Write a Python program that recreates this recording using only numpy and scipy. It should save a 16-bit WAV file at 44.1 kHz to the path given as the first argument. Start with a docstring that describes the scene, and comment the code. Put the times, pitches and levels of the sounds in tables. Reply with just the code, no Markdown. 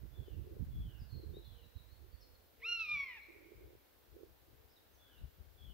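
"""A wood, heard from a hand-held camera. Over a faint hiss, wind eddies buffet the two microphone
ports; a sleeve rubs the case and fingers bump it. Distant birds whistle and hoot among their echoes.
At 2.6 s a circling bird of prey gives one long mew that leaps up and slides down: a harmonic tone
through throat resonances, raspy where weak. Trunks scatter it into a soft tail."""
import sys
import numpy as np
from scipy import signal
from scipy.fft import rfft, irfft
from scipy.io import wavfile
from scipy.ndimage import uniform_filter1d, map_coordinates

SR = 44100
rng = np.random.default_rng(int(sys.argv[2]) if len(sys.argv) > 2 else 0)


def int16_out(signal):
    """Quantize to a 16-bit WAV file."""
    q = np.round(np.clip(np.atleast_2d(signal).T, -1, 1) * 32767)
    wavfile.write(sys.argv[1], SR, q.astype(np.int16))


N = 252693
TIME = np.arange(N) / SR

# still air and microphone hiss: f/Hz, gain/dB
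AIR_SPECTRUM = [(30, -11), (70, -27.5), (150, -12.5), (300, -4.5), (450, -4), (700, -8.5), (1200, -13.5),
                (1550, -12.5), (2200, -16.5), (4000, -17), (7000, -24.5), (9500, -25.5), (12500, -17),
                (15500, -14)]
# breeze, moving from right port to left: t/s, left/dB, right/dB
BREEZE_LEVELS = [(0, -88, -52), (.8, -72, -47.5), (1.3, -89, -48.5), (1.6, -80, -58.5), (2.1, -92, -54),
                 (2.35, -74, -67), (2.7, -67, -82), (3.3, -67.5, -95.5), (3.75, -67.5, -90),
                 (3.98, -75, -104), (4.2, -66.5, -93), (4.7, -69, -99), (5.15, -66, -104), (5.73, -56, -82)]
# gusts: peak t/s, length/s, level/dB, L-R/dB
WIND_GUSTS = [(0.043, .06, -49.5, -37), (0.202, 0.041, -43, -12), (0.391, 0.093, -45.5, -18),
              (0.622, 0.049, -40.5, -27), (0.673, 0.033, -49, 6), (0.792, .13, -41.5, 4),
              (0.869, .06, -45, -8), (1.023, 0.015, -44, -2), (1.156, .06, -47, -37),
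              (1.315, 0.043, -51, -40), (1.768, 0.035, -51.5, -37), (2.142, 0.029, -52, -26),
              (2.956, .07, -53, -2), (3.568, 0.055, -60, 36), (3.654, 0.095, -60.5, 32),
              (4.13, 0.089, -62.5, 23), (4.296, 0.13, -67.5, 28), (4.535, 0.049, -63, 30),
              (5.239, 0.072, -47.5, 9), (5.41, 0.063, -55, 12), (5.688, 0.14, -53.5, 15)]
# large eddies at a port: f/Hz, gain/dB
LARGE_EDDY_SPECTRUM = [(12, -35.5), (25, -20), (42, -1), (62, 4), (85, -1), (125, -11.5), (175, -20.5),
                       (290, -29.5), (450, -43.5), (900, -74.5), (2000, -110)]
# small eddies: f/Hz, gain/dB
SMALL_EDDY_SPECTRUM = [(60, -26.5), (110, 1.5), (170, -11), (280, -16.5), (500, -41), (1200, -67.5),
                       (3000, -100)]
# sleeve on the camera: t/s, length/s, level/dB, L-R/dB
SLEEVE_STROKES = [(.01, 0.031, -67.5, 13), (0.157, 0.3, -64.5, 11), (0.453, 0.15, -60, 18),
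                  (.76, .22, -78, 16), (1.13, 0.29, -63.5, 19), (2, 0.049, -68.5, 13),
                  (3.276, 0.458, -65.5, -15), (4.124, 0.12, -60.5, -15), (4.466, 0.046, -73, -17)]
# camera case resonance: f/Hz, gain/dB
CASE_SPECTRUM = [(150, -72), (250, -17), (320, 10.5), (430, 5.5), (560, -6), (800, -24.5), (1500, -31),
                 (3000, -71)]
# fingers on the case: t/s, level/dB, L-R/dB
FINGER_BUMPS = [(0.281, -47, 28), (.475, -50, 22), (0.566, -50, 24), (1.368, -44.5, 20),
                (3.519, -50.5, -15), (3.751, -54, -25), (4.165, -52, -13), (4.202, -54, -26),
                (4.232, -53, -27)]
# larger birds, far off: t/s, length/s, f/Hz, level/dB
FAR_HOOTS = [(0.104, .22, 1553, -82), (0.797, 0.33, 1560, -77.5), (1.5, 0.17, 472, -71),
             (2.0, 0.41, 496.4, -72.5), (2.556, 0.18, 453.6, -70), (4.45, 0.2, 443, -72.5),
             (5.001, 0.19, 1540, -73.5)]
# one far bird's repeated falling phrase: t/s, length/s, level/dB
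FALLING_PHRASES = [(.11, 0.27, -69), (0.698, .3, -66), (1.417, 0.24, -69), (4.971, .24, -67.5),
                   (5.567, 0.21, -62)]
# its two notes: start/phrase, length/phrase, start f/Hz, end f/Hz, level/dB
PHRASE_NOTES = [(0, 0.524, 3459, 3299, 0.5), (.36, .68, 3264, 2534, -3)]
# small birds: t/s, length/s, start f/Hz, end f/Hz, level/dB
SMALL_CHIRPS = [(.981, 0.063, 5200, 4510, -68), (1.081, .13, 4220, 4230, -63),
                (1.188, 0.069, 4250, 3980, -69), (1.33, 0.078, 3620, 3950, -60.5),
                (1.43, 0.0616, 3800, 4210, -65), (1.51, 0.055, 4200, 3760, -70),
                (1.618, .055, 3850, 4030, -68), (1.729, 0.11, 3950, 3820, -67),
                (1.86, 0.13, 3950, 4400, -73), (2.108, .07, 4600, 4310, -71),
                (2.198, 0.044, 5550, 4550, -66), (2.207, 0.054, 4300, 4290, -68),
                (2.34, 0.032, 4400, 3850, -70), (3.203, 0.057, 4050, 4020, -69.5),
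                (4.682, 0.068, 4750, 5130, -75), (4.757, 0.031, 4000, 3450, -66),
                (4.92, 0.064, 6200, 5730, -76.5), (5.175, 0.022, 3500, 3890, -70)]
# mew fundamental: t/s, f/Hz
MEW_PITCH = [(2.615, 904.7), (2.633, 1097), (2.659, 1344), (2.689, 1402), (2.741, 1399), (2.819, 1319),
             (2.875, 1204), (2.939, 1209), (2.961, 1148), (3.039, 1102), (3.171, 903), (3.185, 829),
             (3.205, 799)]
# mew, two swells: t/s, level/dB
MEW_LEVEL = [(2.6, -58), (2.635, -47.5), (2.7, -32.5), (2.745, -34.5), (2.8, -36.5), (2.865, -46.5),
             (2.906, -37), (3.019, -47), (3.11, -54), (3.19, -58)]
# throat and open beak resonances: f/Hz, gain/dB
THROAT_SPECTRUM = [(700, -26), (1000, -22), (1200, -25.5), (1400, -25), (1800, -6), (2000, 1.5),
                   (2250, 2.5), (2850, -4), (3200, -16), (3650, -13), (4150, -13), (4800, -26), (5650, -15),
                   (6400, -40.5), (9000, -40.5)]
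# raptor's direction: t/s, L-R/dB, left lag/ms
RAPTOR_BEARING = [(2.6, 0.5, 0.035), (2.8, -2, 0.041), (2.92, -1, 0.053), (3.15, -0.5, -0.092)]
# transmission between the trees: f/Hz, gain/dB
WOOD_SPECTRUM = [(1300, 1.5), (1950, 0.5), (2250, 4.5), (2500, 3), (2850, -1.5), (4200, 10.5), (5600, 6.5)]

MEW_START_S, MEW_END_S = MEW_LEVEL[0][0], MEW_LEVEL[-1][0]


def undb(db):
    """Decibels to gain."""
    return 10 ** (np.asarray(db) / 20)


def curves(table):
    """Columns of a time table, linearly interpolated."""
    times_s, *columns = np.transpose(table)
    return [np.interp(TIME, times_s, column) for column in columns]


def gain_at(hz, spectrum):
    """Spectrum gain, interpolated over log frequency."""
    points_hz, db = np.transpose(spectrum)
    return undb(np.interp(np.log(hz + 1e-9), np.log(points_hz), db))


def unit(x):
    """Scale to rms 1."""
    return x / np.sqrt(np.mean(x ** 2))


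def filtered(x, spectrum):
    """Zero-phase filter."""
    return irfft(rfft(x) * gain_at(np.fft.rfftfreq(N, 1 / SR), spectrum), N)


def colour(x, spectrum):
    """Filter, then scale to rms 1."""
    return unit(filtered(x, spectrum))


def walk(rate_hz):
    """Smooth random motion, rms 1."""
    width = max(int(SR / rate_hz), 1)
    smoothed = uniform_filter1d(rng.standard_normal(N), width, mode="wrap")
    return unit(uniform_filter1d(smoothed, width, mode="wrap"))


def pan(side_db):
    """Left and right gains, mean 1."""
    gains = undb(np.array([side_db, -side_db]) / 2).reshape(2, -1)
    return gains / gains.mean(axis=0)


def held(start_s, end_s, attack_s, release_s):
    """Linear rise, hold, exponential decay."""
    return np.clip((TIME - start_s) / attack_s, 0, 1) * np.exp(-np.maximum(TIME - end_s, 0) / release_s)


def air(level_db=-67, shared_db=-9):
    """Still air and microphone hiss, partly common to both ports."""
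    hush = rng.standard_normal((2, N)) + undb(shared_db) * rng.standard_normal(N)
    return undb(level_db) * colour(hush, AIR_SPECTRUM)


def wind(puff_db=3, full_gust_db=-24):
    """Eddies buffet each port separately; stronger gusts reach higher in frequency."""
    puffs_db = puff_db * np.array([walk(22), walk(33)])
    power = undb(np.array(curves(BREEZE_LEVELS)) + puffs_db) ** 2
    for peak_s, length_s, db, side_db in WIND_GUSTS:
        bell = np.exp(-(2 * (TIME - peak_s) / length_s) ** 2)
        power += (undb(db) * pan(side_db) * bell) ** 2
    strength = np.sqrt(power)
    large = colour(rng.standard_normal((2, N)), LARGE_EDDY_SPECTRUM)
    large /= np.sqrt(uniform_filter1d(large ** 2, size=3000, axis=1))  # flatten the envelope
    small = colour(rng.standard_normal((2, N)), SMALL_EDDY_SPECTRUM)
    return strength * (large + small * np.sqrt(strength / undb(full_gust_db)))


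def sleeve(grip_db=3):
    """Cloth catches and slips on the case, which hums dully."""
    rubbing = sum(undb(db) * pan(side_db) * held(t_s, t_s + length_s, attack_s=.012, release_s=.026)
                  for t_s, length_s, db, side_db in SLEEVE_STROKES)
    slips = rng.standard_normal((2, N)) * undb(grip_db * walk(120))
    return colour(slips, CASE_SPECTRUM) * rubbing


def whistles(notes, arch, warble, warble_ref_hz=4000):
    """Swelling sine notes; pitch arches mid-note and warbles, more so on high notes."""
    song, waver = np.zeros(N), warble * walk(230)
    for start_s, length_s, from_hz, to_hz, db in notes:
        on = (TIME > start_s) & (TIME < start_s + length_s)
        progress = (TIME[on] - start_s) / length_s
        swell = np.sin(np.pi * progress)
        trill = waver[on] * from_hz / warble_ref_hz
        hz = (from_hz + (to_hz - from_hz) * progress) * (1 + arch * swell + trill)
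        song[on] += undb(db) * swell * np.sin(2 * np.pi * np.cumsum(hz) / SR)
    return song


def forest(x, t60_s, treble_t60_s, build_s, correlation, split_hz=3000):
    """Stereo scatter from many trunks: builds up, then decays in two bands."""
    t = TIME[:2 * SR]
    left, right, shared = rng.standard_normal((3, len(t)))
    echoes = np.sqrt(1 - correlation) * np.array([left, right]) + np.sqrt(correlation) * shared
    low = signal.sosfiltfilt(signal.butter(4, split_hz, fs=SR, output="sos"), echoes)
    low_decay, treble_decay = undb(-60 * t / t60_s), undb(-60 * t / treble_t60_s)
    response = (low * low_decay + (echoes - low) * treble_decay) * (1 - np.exp(-t / build_s))
    response /= np.sqrt(np.sum(low_decay ** 2))
    return signal.fftconvolve(x[None], response, axes=1)[:, :N]


def far_birds(direct_db=-5, echo_db=.5):
    """Hoots and a falling phrase from deep in the wood, blurred by their echoes."""
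    falls = [(t_s + offset * length_s, share * length_s, from_hz, to_hz, db + note_db)
             for t_s, length_s, db in FALLING_PHRASES
             for offset, share, from_hz, to_hz, note_db in PHRASE_NOTES]
    hoots = [(t_s, length_s, hz, hz, db) for t_s, length_s, hz, db in FAR_HOOTS]
    song = whistles(falls, arch=.00964, warble=.0185) + whistles(hoots, arch=.01, warble=.21)
    echo = forest(song, t60_s=.6, treble_t60_s=.6, build_s=.005, correlation=.2)
    return undb(direct_db) * song + undb(echo_db) * echo


def fingers(ring_hz=398, rise_s=.00205):
    """Each bump rings the case briefly."""
    bumps = np.zeros((2, N))
    for start_s, db, side_db in FINGER_BUMPS:
        t = np.maximum(TIME - start_s, 0)
        envelope = t / rise_s * np.exp(1 - t / rise_s)
        bumps += undb(db) * pan(side_db) * envelope * np.sin(2 * np.pi * ring_hz * t)
    return bumps


def small_birds(direct_db=-2, echo_db=-3):
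    """Twitter from nearer trees, clearer for having less echo."""
    song = whistles(SMALL_CHIRPS, arch=.02, warble=.026)
    echo = forest(song, t60_s=.4, treble_t60_s=.65, build_s=.002, correlation=.07)
    return undb(direct_db) * song + undb(echo_db) * echo


def raptor_harmonics(hz, phase, rasp, tilt_db_per_octave=-7):
    """Membrane tone through the throat; uneven beats add noise skirts, stronger on high harmonics."""
    tone = np.zeros(N)
    for k in range(1, 7):
        skirt = walk(600) * np.sin(k * phase) + walk(900) * np.cos(k * phase)
        harmonic = np.sin(k * phase) + .5 * rasp * (k / 2) ** .9 * skirt
        tone += harmonic * gain_at(k * hz, THROAT_SPECTRUM) * undb(tilt_db_per_octave * np.log2(k / 2))
    return tone


def voice_break(hz, phase, start_s=2.78, attack_s=.018, clearing_db_per_s=63):
    """Alternating strong and weak beats add wavering lines between the harmonics, then clear."""
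    age_s = np.maximum(TIME - start_s, 0)
    envelope = np.minimum(age_s / attack_s, 1) * undb(-clearing_db_per_s * age_s)
    lines = np.zeros(N)
    for k in (2.5, 3.5, 4.5):
        strength = (k / 4.5) ** 1.5 * .5 * (1 + walk(200))
        lines += strength * np.sin(k * phase) * gain_at(k * hz, THROAT_SPECTRUM)
    return envelope * lines


def raptor(gain_db=2.5, flutter_db=3, breath_db=-10, clear_rasp_db=-35, full_voice_db=-31.5, catch_s=.035):
    """Turbulent breath rings the throat, then the tone catches; rasp grows as the voice weakens."""
    (hz,), (db,) = curves(MEW_PITCH), curves(MEW_LEVEL)
    phase = 2 * np.pi * np.cumsum(hz * (1 + .003 * walk(260))) / SR
    rasp = undb(np.minimum(clear_rasp_db + full_voice_db - db, 0))
    tone = raptor_harmonics(hz, phase, rasp) + voice_break(hz, phase)
    caught = np.clip((TIME - MEW_START_S) / catch_s, 0, 1) ** 2
    breath = colour(rng.standard_normal(N), THROAT_SPECTRUM)
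    voice = caught * tone + undb(breath_db) * (rasp + .5 * (1 - caught)) * breath
    attack_s = .0042
    gate = held(MEW_START_S - attack_s, MEW_END_S, attack_s, release_s=.011)
    return voice * undb(db + gain_db + flutter_db * walk(70)) * gate


def at_ports(x, wander_db=1.5):
    """Bearing sets level and delay between the ports; moving air shifts the balance."""
    side_db, lag_ms = curves(RAPTOR_BEARING)
    half_lag = lag_ms / 1000 * SR / 2
    pair = np.array([map_coordinates(x, [np.arange(N) - d], order=3) for d in (half_lag, -half_lag)])
    return pair * pan(side_db + wander_db * walk(40))


def overhead(voice, ground_s=.009, ground_db=-20, trunk_s=.047, trunk_db=-23, wood_db=-18):
    """The flying bird heard directly, off the ground and a near trunk, and from the whole wood."""
    ground = undb(ground_db) * np.interp(TIME - ground_s, TIME, voice)
    trunk = undb(trunk_db) * np.interp(TIME - trunk_s, TIME, voice)
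    carried = filtered(voice, WOOD_SPECTRUM)
    middle_s = (MEW_START_S + MEW_END_S) / 2
    tail = np.zeros((2, N))
    for doppler in (-.045, -.025, -.005, .015):  # flat at trees behind the bird, sharp ahead
        shifted = map_coordinates(carried, [(TIME + doppler * (TIME - middle_s)) * SR], order=3)
        tail += forest(shifted, t60_s=1.24, treble_t60_s=.7, build_s=.003, correlation=.44)
    return at_ports(voice + ground + trunk) + undb(wood_db) * tail


def scene():
    """Sum at the two ports."""
    return air() + wind() + sleeve() + far_birds() + fingers() + small_birds() + overhead(raptor())


def record(dry, cutoff_hz=15650):
    """The camera's steep low-pass."""
    return signal.sosfilt(signal.ellip(10, .2, 70, cutoff_hz, fs=SR, output="sos"), dry)


dry = scene()
out = record(dry)
int16_out(out)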